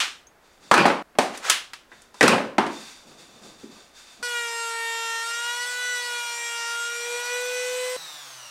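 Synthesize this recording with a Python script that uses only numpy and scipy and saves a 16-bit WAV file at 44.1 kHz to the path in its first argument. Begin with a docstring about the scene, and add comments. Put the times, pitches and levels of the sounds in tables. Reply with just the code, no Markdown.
"""Trim router in a workshop

At a workshop bench a clamp is let go, its bar clacking, and wood knocks, scrapes and is brushed by hands.
Knocks are noise bursts with a wall echo; scrapes are stick-slip pulses shaking a board's resonances.
Then a trim router whines along an edge: partials follow a shifting shaft speed over the hiss of chips.
The working whine breaks off and the run-down is heard from a third of that speed. One microphone, mono."""
import sys
import numpy as np
from scipy import signal
from scipy.fft import rfft, irfft, next_fast_len
from scipy.io import wavfile
from scipy.ndimage import map_coordinates

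SR = 44100
rng = np.random.default_rng(int(sys.argv[2]) if len(sys.argv) > 2 else 0)


def bounce(signal):
    """Save signal as a 16-bit WAV file at the path given by the first command-line argument."""
    frames = np.transpose(np.atleast_2d(signal))
    limited = np.clip(frames, -1, 1)
    pcm = np.round(limited * 32767).astype(np.int16)
    wavfile.write(sys.argv[1], SR, pcm)


N = 374850

BREAK_S = 1.025  # knocks, scrapes and their echoes begun before this stop dead here
ON_S, WHINE_END_S = 4.228, 7.965  # the working whine begins and breaks off

# The whine's pitch sinks, climbs, dips and climbs again. Each row: time in seconds, shaft speed in Hz.
SHAFT_SPEED = [(4.25, 486.3), (4.49, 465.7), (4.73, 460.1), (5.2, 457.6), (5.68, 490.6), (5.8, 493.3),
               (5.92, 492.1), (6.27, 475.2), (6.63, 465.8), (6.99, 474), (7.46, 495), (7.94, 504.6)]
# Partials of the whine. Each row: order (multiple of shaft speed), rms level in dB with the router
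# near the tip, rms level in dB at the far end of the edge; both before drift and standing waves.
WHINE_PARTIALS = [(2, -40.3, -41.5), (2.9964, -33.5, -41.5), (4.007, -40, -41.5), (5, -44.5, -37.5),
                  (6.002, -43.5, -53), (8, -47.5, -46), (12, -50, -48.5), (16, -46.5, -48),
                  (23.95, -61, -54)]
# The lowest partial, before its drift. Each row: time in seconds, rms level in dB.
FUNDAMENTAL_LEVEL = [(4.25, -42), (5.02, -43.5), (5.31, -51), (6.17, -45), (6.24, -56), (6.36, -49),
                     (6.84, -48.5), (7.15, -33), (7.26, -45), (7.33, -33.5), (7.82, -30), (7.94, -32)]
# The other partials, before the bench mix. Each row: frequency in Hz, amplitude in dB.
MOTOR_SPECTRUM = [(3200, -42.5), (3800, -30), (4400, -42.5), (5500, -42.5), (7000, -44.5), (9000, -46.5),
                  (10500, -53), (12500, -58), (15800, -69)]
# Colour of chips and cooling air. 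Each row: frequency in Hz, relative density in dB per Hz.
CHIP_SPECTRUM = [(60, -51), (130, -34), (200, -27.5), (320, -18.5), (520, -5.5), (900, 0), (1500, -1),
                 (2400, 2), (3600, 1.5), (5200, -3), (8700, -0.5), (10200, -12), (13000, -19), (15800, -24)]
# Level of that hiss, before its drift. Each row: time in seconds, rms level in dB.
HISS_LEVEL = [(4.25, -39.5), (4.6, -41), (5.2, -39), (5.3, -38.5), (6.95, -39), (7.15, -36.5)]
FAR_END_S, FAR_END_RAMP_S = 6.83, 0.28  # the router slides into its second position
FAR_MOTOR_DB = -4  # change of the other partials in that position


def router(count=33):
    """Partials at or near multiples of shaft speed glide through standing waves, over chip and air hiss."""
    speed, = curves(SHAFT_SPEED)
    far = np.clip((clock() - FAR_END_S) / FAR_END_RAMP_S, 0, 1)
    angle = 2 * np.pi * np.cumsum(speed * (1 + .0005 * drift(45))) / SR

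    def partial(order):
        """One sine locked to the shaft, at a random phase."""
        return np.sin(order * angle + rng.uniform(0, 2 * np.pi))

    whine = np.zeros(N)
    for order, near_db, far_db in WHINE_PARTIALS:
        level_db = near_db + (far_db - near_db) * far + 1.8 * drift(20)
        whine += np.sqrt(2) * amp(level_db) * standing_waves(order * speed) * partial(order)
    lowest_db = curves(FUNDAMENTAL_LEVEL)[0] + 0.77 * drift(14)
    whine += np.sqrt(2) * amp(lowest_db) * partial(1)

    strong_orders = [row[0] for row in WHINE_PARTIALS]
    others = [order for order in range(2, count) if order not in strong_orders]
    motor = sum(amp(along(MOTOR_SPECTRUM, order * speed.mean())) * partial(order) for order in others)
    # near reflections make the gliding partials swell and drop out by turns
    bench = burst([(100, 0), (16000, 0)], t60=.17)
    reflected = signal.fftconvolve(motor, bench / np.linalg.norm(bench))[:N]
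    motor = 0.38 * motor + 0.69 * reflected

    pulsing = rng.standard_normal(N) * (1 + 0.3 * np.sin(angle))  # once per turn
    hiss = filtered(pulsing, lambda hz: amp(along(CHIP_SPECTRUM, hz)))
    hiss = unit(hiss) * amp(curves(HISS_LEVEL)[0] + 0.74 * drift(6) + 0.23 * drift(30))
    return (whine + amp(FAR_MOTOR_DB * far) * motor + hiss) * during(ON_S, WHINE_END_S, 0.00089)


# Echo paths that change as the router moves.
# Each row: extra length in m, growth in m/s, reflected share before the common strength.
ECHO_PATHS = [(0.315, 0.124, 0.31), (0.849, 0.109, 0.23), (1.192, -0.084, 0.36), (3.581, 0.217, 0.4),
              (4.482, 0.135, 0.3), (6.367, -0.168, 0.17), (8.655, -0.037, 0.22), (12.277, -0.351, 0.17)]
PATHS_DB = 0.5  # common strength of these echoes


def standing_waves(hz):
    """Gain of a gliding tone that its own echoes reinforce and cancel by turns."""
    t, hz = clock()[::200], hz[::200]
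    waves_per_m = hz / 343  # speed of sound in m/s
    echoes = 0
    for metres, growth, share in ECHO_PATHS:
        length = metres + growth * (t - ON_S)
        echoes = echoes + share * np.exp(-2j * np.pi * waves_per_m * length)
    return np.interp(clock(), t, np.abs(1 + amp(PATHS_DB) * echoes))


# Shaft, fan and commutator tones. Each row: order (multiple of shaft speed),
# amplitude in dB before housing, trim and run-down.
SPINNING_ORDERS = [(1, -63.5), (2, -71), (8, -57.5), (23, -51), (24, -42.5), (26, -51), (48, -47.5)]
# The motor housing colours the tones and buzz inside it. Each row: frequency in Hz, gain in dB.
HOUSING_GAIN = [(100, 0), (1300, 0), (2200, -4), (2850, -1), (3100, -9), (3750, 2), (4700, -7), (5700, 3),
                (6400, -1), (7200, -6), (8700, -4), (10500, -15), (16000, -20)]
# Colour of the bearing noise. Each row: frequency in Hz, relative density in dB per Hz.
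BEARING_SPECTRUM = [(59, -46), (100, -30), (140, -7), (166, -19), (201, -40), (314, -11), (431, -14),
                    (479, -7), (1170, -3), (2110, -8), (3660, -8), (4530, -2), (5720, -9), (6770, -15),
                    (15800, -18)]
COAST_HZ, SLOWING_HZ_PER_S = 168, 101  # heard from a third of the working speed
COAST_DB, COAST_FADE_DB_PER_S = 3, 10.5


def coasting(count=110):
    """The shaft slows; its orders fall through the housing's resonances and beat with their echoes."""
    since = np.maximum(clock() - WHINE_END_S, 0)
    speed = COAST_HZ - SLOWING_HZ_PER_S * since
    level_db = COAST_DB - COAST_FADE_DB_PER_S * since
    tail = since > 0
    angle = 2 * np.pi * np.cumsum((speed * (1 + .0007 * drift(70)))[tail]) / SR

    def partial(order):
        """One order of the shaft, coloured by the housing."""
        sine = np.sin(order * angle + rng.uniform(0, 2 * np.pi))
        return amp(along(HOUSING_GAIN, order * speed[tail])) * sine

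    tones, buzz = np.zeros((2, N))
    tones[tail] = sum(amp(db) * partial(order) for order, db in SPINNING_ORDERS)
    # brushes and bearings buzz at every multiple of the shaft speed from the fifth up
    buzz[tail] = sum(amp(rng.normal(-62.5, 4)) * partial(order) for order in range(5, count))
    tones = amp(-1.5) * tones * amp(2 * drift(25)) + amp(-6) * room(tones)
    buzz = amp(1.5) * buzz + amp(1.5 - 1.5) * amp(-9) * room(buzz)
    sound = tones + buzz + amp(-47) * noise(BEARING_SPECTRUM)
    return sound * amp(level_db) * during(WHINE_END_S, N / SR, .002)


# Wood knocking on wood. Each row: start in seconds, level in dB, then thud, body and crack in dB
# relative to that level (before each layer's trim), main resonance in Hz.
WOOD_KNOCKS = [(0.713, 2, -21, -8, -19, 1190), (0.740, -1, -30, -10, -15.5, 1450),
               (0.778, -8.5, -19, -6, -14, 1500), (0.854, -2, -16, -7, -30, 930),
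               (0.861, -11, -25, -19, -12, 1200), (0.880, -9.5, -13, -9.5, -22, 545),
               (0.901, -11, -15.5, -8.5, -38, 810), (1.152, -38.5, -8, -5.5, -31, 905),
               (1.186, 0.5, -20.5, -10.5, -16.5, 707), (1.917, -34.5, -30, -7, -39, 1800),
               (2.143, -32.5, -34, -11, -11, 1070), (2.209, 1.5, -18, -10, -17.5, 1950),
               (2.228, 0, -18.5, -14, -14.5, 1760), (2.236, -1, -12, -8.5, -29, 440),
               (2.279, -3.5, -23, -9, -9.5, 1510), (2.331, -15, -17, -0.5, -30, 646),
               (2.381, -16, -9.5, -5.5, -32, 450), (2.582, -2.5, -13, -8, -24.5, 940),
               (2.665, -14, -14, -14, -20.5, 630), (3.632, -31, -3.5, -38, -40, 450)]


def knocks():
    """Each blow thuds in the bench, rings the wood around one main resonance and cracks at the contact."""
    out = np.zeros(N)
    grid = np.geomspace(30, SR / 2, 300)
    wood_db = along([(60, -64.5), (250, -2.5), (520, -0.5), (1100, -2), (2000, -5), (3200, -11.0),
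                     (6000, -25.5), (12000, -77.5)], grid)
    thud_spectrum = [(30, -36.0), (110, -20), (215, 5), (370, 1.5), (650, -24), (2000, -66)]
    crack_spectrum = [(1500, -18), (4000, 7.5), (9000, 1.5), (15000, -20.5)]
    for s, db, thud_db, body_db, crack_db, ring_hz in WOOD_KNOCKS:
        peak_db = 10 / (1 + (np.log(grid / ring_hz) / 0.28) ** 2)
        body_spectrum = np.c_[grid, wood_db + peak_db]
        thud = blow(thud_spectrum, t60=0.053, echo_db=-8, echo_t60=0.46, attack_s=0.0018)
        body = blow(body_spectrum, t60=0.045, echo_db=-11.5, echo_t60=0.44, attack_s=0.00051)
        crack = blow(crack_spectrum, t60=0.043, echo_db=-11.5, echo_t60=0.37, attack_s=0.00018)
        sound = amp(db + thud_db + 1.5) * thud
        sound += amp(db + body_db + 3.5) * body
        sound += amp(db + crack_db - 2.0) * crack
        if s < BREAK_S:
            sound = sound[:round((BREAK_S - s) * SR)]
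        add(out, s, sound)
    return out


def blow(spectrum, t60, echo_db, echo_t60, attack_s):
    """A short burst and its diffuse echo from the walls."""
    return burst(spectrum, t60, attack_s) + amp(echo_db) * burst(spectrum, echo_t60, attack_s=.003)


# Strokes of wood on wood. Each row: time of full strength in seconds, hold in seconds,
# judder level in dB, rasp level in dB.
WOOD_STROKES = [(0.777, 0.035, -21, -24), (2.256, 0.071, -23.5, -27.5)]
# Resonances of the scraped board. Each row: frequency in Hz, width in Hz, relative gain in dB.
BOARD_MODES = [(197, 53, 6), (377, 180, 4), (586, 85, 6.5), (853, 62, 3), (1060, 116, 2), (1520, 240, -3),
               (1880, 140, -7), (2600, 490, -5)]
# Colour of the dry rasp. Each row: frequency in Hz, relative density in dB per Hz.
RASP_SPECTRUM = [(710, -25.5), (1200, -13), (2240, -1), (2410, 19), (3760, -8), (4790, 2), (6310, -37.5),
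                 (9520, -29), (10900, -39), (15000, -44)]
SCRAPE_ATTACK_S = 0.05
JUDDER_FADE_DB_PER_S, RASP_FADE_DB_PER_S = 146, 480  # as the push eases the rasp dies first


def scrapes():
    """Wood sticks and slips with uneven strength: the slips shake the board and gate a dry rasp."""
    turns = np.cumsum(280 * np.exp(.4 * drift(150))) / SR  # the slip rate varies around 280 Hz by draw
    slips = np.diff(np.floor(turns), prepend=0) * amp(2.5 * rng.standard_normal(N))
    grip = unit(signal.lfilter([1], [1, -np.exp(-1 / (0.0094 * SR))], slips))  # 9.4 ms decay constant
    push = grip * noise([(40, -34), (110, 10.5), (200, 2.5), (5000, 3.0), (12000, -23.0)])
    judder = unit(filtered(push, resonances(BOARD_MODES)))
    rasp = grip * noise(RASP_SPECTRUM)
    out = np.zeros(N)
    for s, held_s, judder_db, rasp_db in WOOD_STROKES:
        sound = amp(judder_db) * judder * stroke(s, held_s, SCRAPE_ATTACK_S, JUDDER_FADE_DB_PER_S)
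        sound += amp(rasp_db) * rasp * stroke(s, held_s, SCRAPE_ATTACK_S, RASP_FADE_DB_PER_S)
        if s < BREAK_S:
            sound *= clock() < BREAK_S
        out += sound
    return out


# The jaw sliding on its bar, before trim and drift. Each row: time in seconds, level in dB.
JAW_SLIDE = [(1.29, -59), (1.35, -35.5), (1.415, -46), (1.45, -27.5), (1.48, -26), (1.499, -24.5)]
# Colour of that slide. Each row: frequency in Hz, relative density in dB per Hz.
BAR_SPECTRUM = [(180, -57.5), (300, -30), (568, -6), (869, -11), (1370, -4), (2100, -9.5), (7180, -16.5),
                (15000, -40)]
# The steel bar clacking. Each row: start in seconds, level in dB, then body and tick (before their
# trims) and echo in dB relative to that level.
BAR_CLACKS = [(0.002, -15.5, -22, -18, -3.5), (1.375, -21.5, -17, -15.5, -33),
              (1.498, 0.5, -12, -13, -17.5), (1.734, -26, -3, -18, -16.5), (2.019, -41, -30, -9, -21)]
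# Modes of the bar. Each row: frequency in Hz, relative level in dB, 60 dB decay time in seconds.
STEEL_MODES = [(3149, -3, .15), (3714, -4, .15), (7892, -3, .15), (9950, -2, .28), (13400, -10, .24)]
# Colour of the clack's echo. Each row: frequency in Hz, relative density in dB per Hz.
CLANG_SPECTRUM = [(100, -33.5), (300, -14.5), (700, -9.5), (1300, 0.5), (2200, 0.5), (3000, 3.5),
                  (4200, -2), (5500, -5), (8500, -11.5), (11500, -23.5), (15500, -34)]


def clamp():
    """The jaw slides along the steel bar and clacks against its stop; a diffuse echo joins each clack."""
    slide_db = curves(JAW_SLIDE)[0] - 2.5 + 1.6 * drift(90)
    out = amp(slide_db) * noise(BAR_SPECTRUM) * during(JAW_SLIDE[0][0], JAW_SLIDE[-1][0], 0.0052)
    body_spectrum = [(100, -39), (350, -31), (800, -10), (1300, -1), (3000, -9), (4500, -5), (8000, -31.5)]
    for s, db, body_db, tick_db, echo_db in BAR_CLACKS:
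        body = burst(body_spectrum, t60=0.041)
        tick = burst([(2500, -32), (5500, 7.0), (9000, 7), (15000, -18)], t60=0.033)
        tick += amp(-22) * ring(STEEL_MODES)
        shimmer = burst([(3000, -25), (6000, 7), (9500, 4.5), (15000, -14.5)], t60=0.22)
        bright = tick + amp(-14.5) * shimmer
        add(out, s, amp(db + body_db - 0.5) * body + amp(db + tick_db + 4.0) * bright)
        add(out, s, amp(db + echo_db) * burst(CLANG_SPECTRUM, t60=0.33))
    return out


# Light touches on steel. Each row: start in seconds, level in dB before the trim.
STEEL_TOUCHES = [(0.27, -46)]
# Modes they ring. Each row: frequency in Hz, relative level in dB, 60 dB decay time in seconds.
TOUCH_MODES = [(6270, 3, 0.054), (6580, 0, 0.098), (11200, -15, .08), (14700, -16, .06)]


def pings():
    """A light touch rings only high modes of the steel."""
    out = np.zeros(N)
    for s, db in STEEL_TOUCHES:
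        add(out, s, amp(db - 3.5) * ring(TOUCH_MODES))
    return out


# Strokes of a hand or sleeve. Each row: time of full strength in seconds, hold in seconds,
# rub level in dB, swish level in dB, both before drift.
HAND_STROKES = [(0.45, 0.1, -80, -65.5), (0.64, 0.05, -58.5, -56), (1.93, 0.064, -69, -60.5),
                (2.18, 0.02, -73, -53.5), (2.73, 0.17, -60, -47), (3.08, 0.037, -53.5, -55.5),
                (3.2, 0.009, -55, -51.5), (3.29, 0.096, -57.5, -57.5), (3.44, 0.036, -51, -51.5),
                (3.6, 0.038, -60, -54.5), (3.72, 0.085, -58, -54.5), (3.975, 0.03, -85, -51),
                (4.07, 0.069, -77, -53.5), (4.21, 0.011, -55.5, -62)]
# Colour of the low rub. Each row: frequency in Hz, relative density in dB per Hz.
RUB_SPECTRUM = [(59, -38), (100, -14), (211, -3), (481, -7), (767, -10.5), (1120, -19), (1200, -7),
                (1560, -55.5), (2640, -120)]
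# Colour of the bright swish. Each row: frequency in Hz, relative density in dB per Hz.
SWISH_SPECTRUM = [(410, -32), (700, -4.5), (1410, -0.5), (1500, -3), (1920, -2), (2630, 0), (2950, -5),
                  (3680, 0), (4130, -1.5), (8430, -5), (15500, -28.5)]
# Narrow resonant peaks in the swish. Each row: frequency in Hz, width in Hz, relative gain in dB.
SWISH_PEAKS = [(1540, 40, 0), (1780, 70, -11), (2620, 110, -6), (3590, 110, -6), (4640, 250, -8),
               (5800, 110, -7), (6830, 430, -9)]
BRUSH_ATTACK_S = 0.077
RUB_FADE_DB_PER_S, SWISH_FADE_DB_PER_S = 111, 79.5


def hands():
    """Palms and sleeves brush the plywood as coloured noise; narrow bands of noise colour the swish."""
    bands = np.zeros(N)
    for peak in SWISH_PEAKS:
        bands += amp(6 * drift(5)) * filtered(rng.standard_normal(N), resonances([peak]))
    rub = noise(RUB_SPECTRUM) * amp(1.5 * drift(40))
    swish = noise(SWISH_SPECTRUM) * amp(2.2 * drift(70) - 0.5) + unit(bands)
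    rubbing, swishing = np.zeros((2, N))
    for s, held_s, rub_db, swish_db in HAND_STROKES:
        rub_stroke = amp(rub_db) * stroke(s, held_s, BRUSH_ATTACK_S, RUB_FADE_DB_PER_S)
        swish_stroke = amp(swish_db) * stroke(s, held_s, BRUSH_ATTACK_S, SWISH_FADE_DB_PER_S)
        # the stronger of overlapping strokes wins
        rubbing = np.maximum(rubbing, rub_stroke)
        swishing = np.maximum(swishing, swish_stroke)
    return (rubbing * rub + swishing * swish) * (clock() < ON_S)


def stroke(s, held_s, attack_s, fade_db_per_s):
    """A gesture swells to full strength at time s, holds and fades."""
    rise = np.clip((clock() - s) / attack_s + 1, 0, 1)
    return rise ** 2 * amp(-fade_db_per_s * np.maximum(clock() - s - held_s, 0))


# Decay of the workshop. Each row: frequency in Hz, 60 dB decay time in seconds.
ROOM_DECAY = [(100, 0.21), (400, 0.47), (1000, 0.34), (3000, 0.15), (8000, 0.38), (15000, 0.083)]


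def room(x):
    """The walls' answer, each frequency dying at its own speed."""
    hz, t, z = signal.stft(rng.standard_normal(SR * 3 // 4), SR, nperseg=256)
    fall = amp(-60 * t / along(ROOM_DECAY, hz)[:, None]) * (1 - np.exp(-t / .008))
    tail = signal.istft(z * fall, SR, nperseg=256)[1]
    return signal.fftconvolve(x, tail / np.linalg.norm(tail))[:N]


# Colour of the still room. Each row: frequency in Hz, relative density in dB per Hz.
AIR_SPECTRUM = [(20, 15), (60, 3), (120, -2.5), (220, 0.5), (600, 1), (1700, -3), (3000, -12.5),
                (8000, -19.5), (16000, -24)]


def air():
    """Steady coloured noise of the room, present until the router starts."""
    return amp(-56.5) * noise(AIR_SPECTRUM) * (clock() < ON_S)


def amp(db):
    """Decibels to gain."""
    return 10 ** (np.asarray(db) / 20)


def unit(x):
    """Scale to rms 1."""
    return x / np.sqrt(np.mean(x ** 2) + 1e-20)


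def clock():
    """Time of each sample in seconds."""
    return np.arange(N) / SR


def along(points, hz):
    """Interpolate (Hz, value) points on a log frequency axis."""
    f, v = np.transpose(points)
    return np.interp(np.log(hz + 1), np.log(f + 1), v)


def curves(rows):
    """One value per sample for each column after the time."""
    s, *cols = np.transpose(rows)
    return [np.interp(clock(), s, c) for c in cols]


def during(start, end, fade):
    """1 between two times, with ramps outside them."""
    return np.clip(np.minimum(clock() - start, end - clock()) / fade + 1, 0, 1)


def drift(rate):
    """A random value that barely moves: rate / SR knots of a smooth curve a second."""
    knots = rng.standard_normal(int(N * rate / SR) + 4)
    t = clock()[::50]
    return np.interp(clock(), t, map_coordinates(knots, [t * rate / SR]))


def filtered(x, response):
    """x times a response of frequency."""
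    size = next_fast_len(len(x) + 8192)
    return irfft(rfft(x, size) * response(np.fft.rfftfreq(size, 1 / SR)), size)[:len(x)]


def noise(spectrum, size=N):
    """Coloured noise of rms 1."""
    return unit(filtered(rng.standard_normal(size), lambda hz: amp(along(spectrum, hz))))


def burst(spectrum, t60, attack_s=.0001):
    """Densely packed modes that start together and die."""
    t = np.arange(SR // 2) / SR
    fall = amp(-60 * t / t60) * (1 - np.exp(-t / attack_s))
    return unit(noise(spectrum, size=len(fall)) * fall) * np.sqrt(np.mean(fall ** 2))


def ring(modes):
    """Distinct modes, struck at new strengths each time."""
    t = np.arange(SR // 2) / SR
    out = np.zeros(len(t))
    for hz, db, t60 in modes:
        fall = amp(db + rng.normal(0, 1.16) - 60 * t / t60)
        out += fall * np.sin(2 * np.pi * hz * t) * rng.choice([-1, 1])
    return out


def resonances(peaks):
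    """The response of a few (Hz, width, dB) resonances of alternating sign."""
    def response(f):
        """Sum of the band-pass peaks at frequencies f."""
        total = 0
        for k, (centre, width, db) in enumerate(peaks):
            damping = 1j * f * width
            total = total + (-1) ** k * amp(db) * damping / (centre * centre - f * f + damping)
        return total
    return response


def add(track, s, sound):
    """Mix a sound in at time s."""
    part = track[max(round(s * SR), 0):][:len(sound)]
    part += sound[:len(part)]


def scene():
    """Handwork in the room, then the machine."""
    rubbing = scrapes()
    early = clock() < BREAK_S
    echo = amp(-3) * (room(rubbing * early) * early + room(rubbing * ~early))
    handwork = knocks() + rubbing + echo + clamp() + pings() + hands()
    return (handwork + air() + router() + coasting())[None]


TOP_HZ = 15900  # band limit


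def record(dry):
    """The loudest peaks clip softly; the deep bass is thinned and nothing passes the band limit."""
    clipped = dry[0] / (1 + np.abs(dry[0] / .85) ** 6) ** (1 / 6)
    thinned = signal.sosfilt(signal.butter(1, 55, "high", fs=SR, output="sos"), clipped)
    return filtered(thinned, lambda hz: np.clip((TOP_HZ - hz) / 300 + .5, 0, 1))[None]


dry = scene()
out = record(dry)
bounce(out)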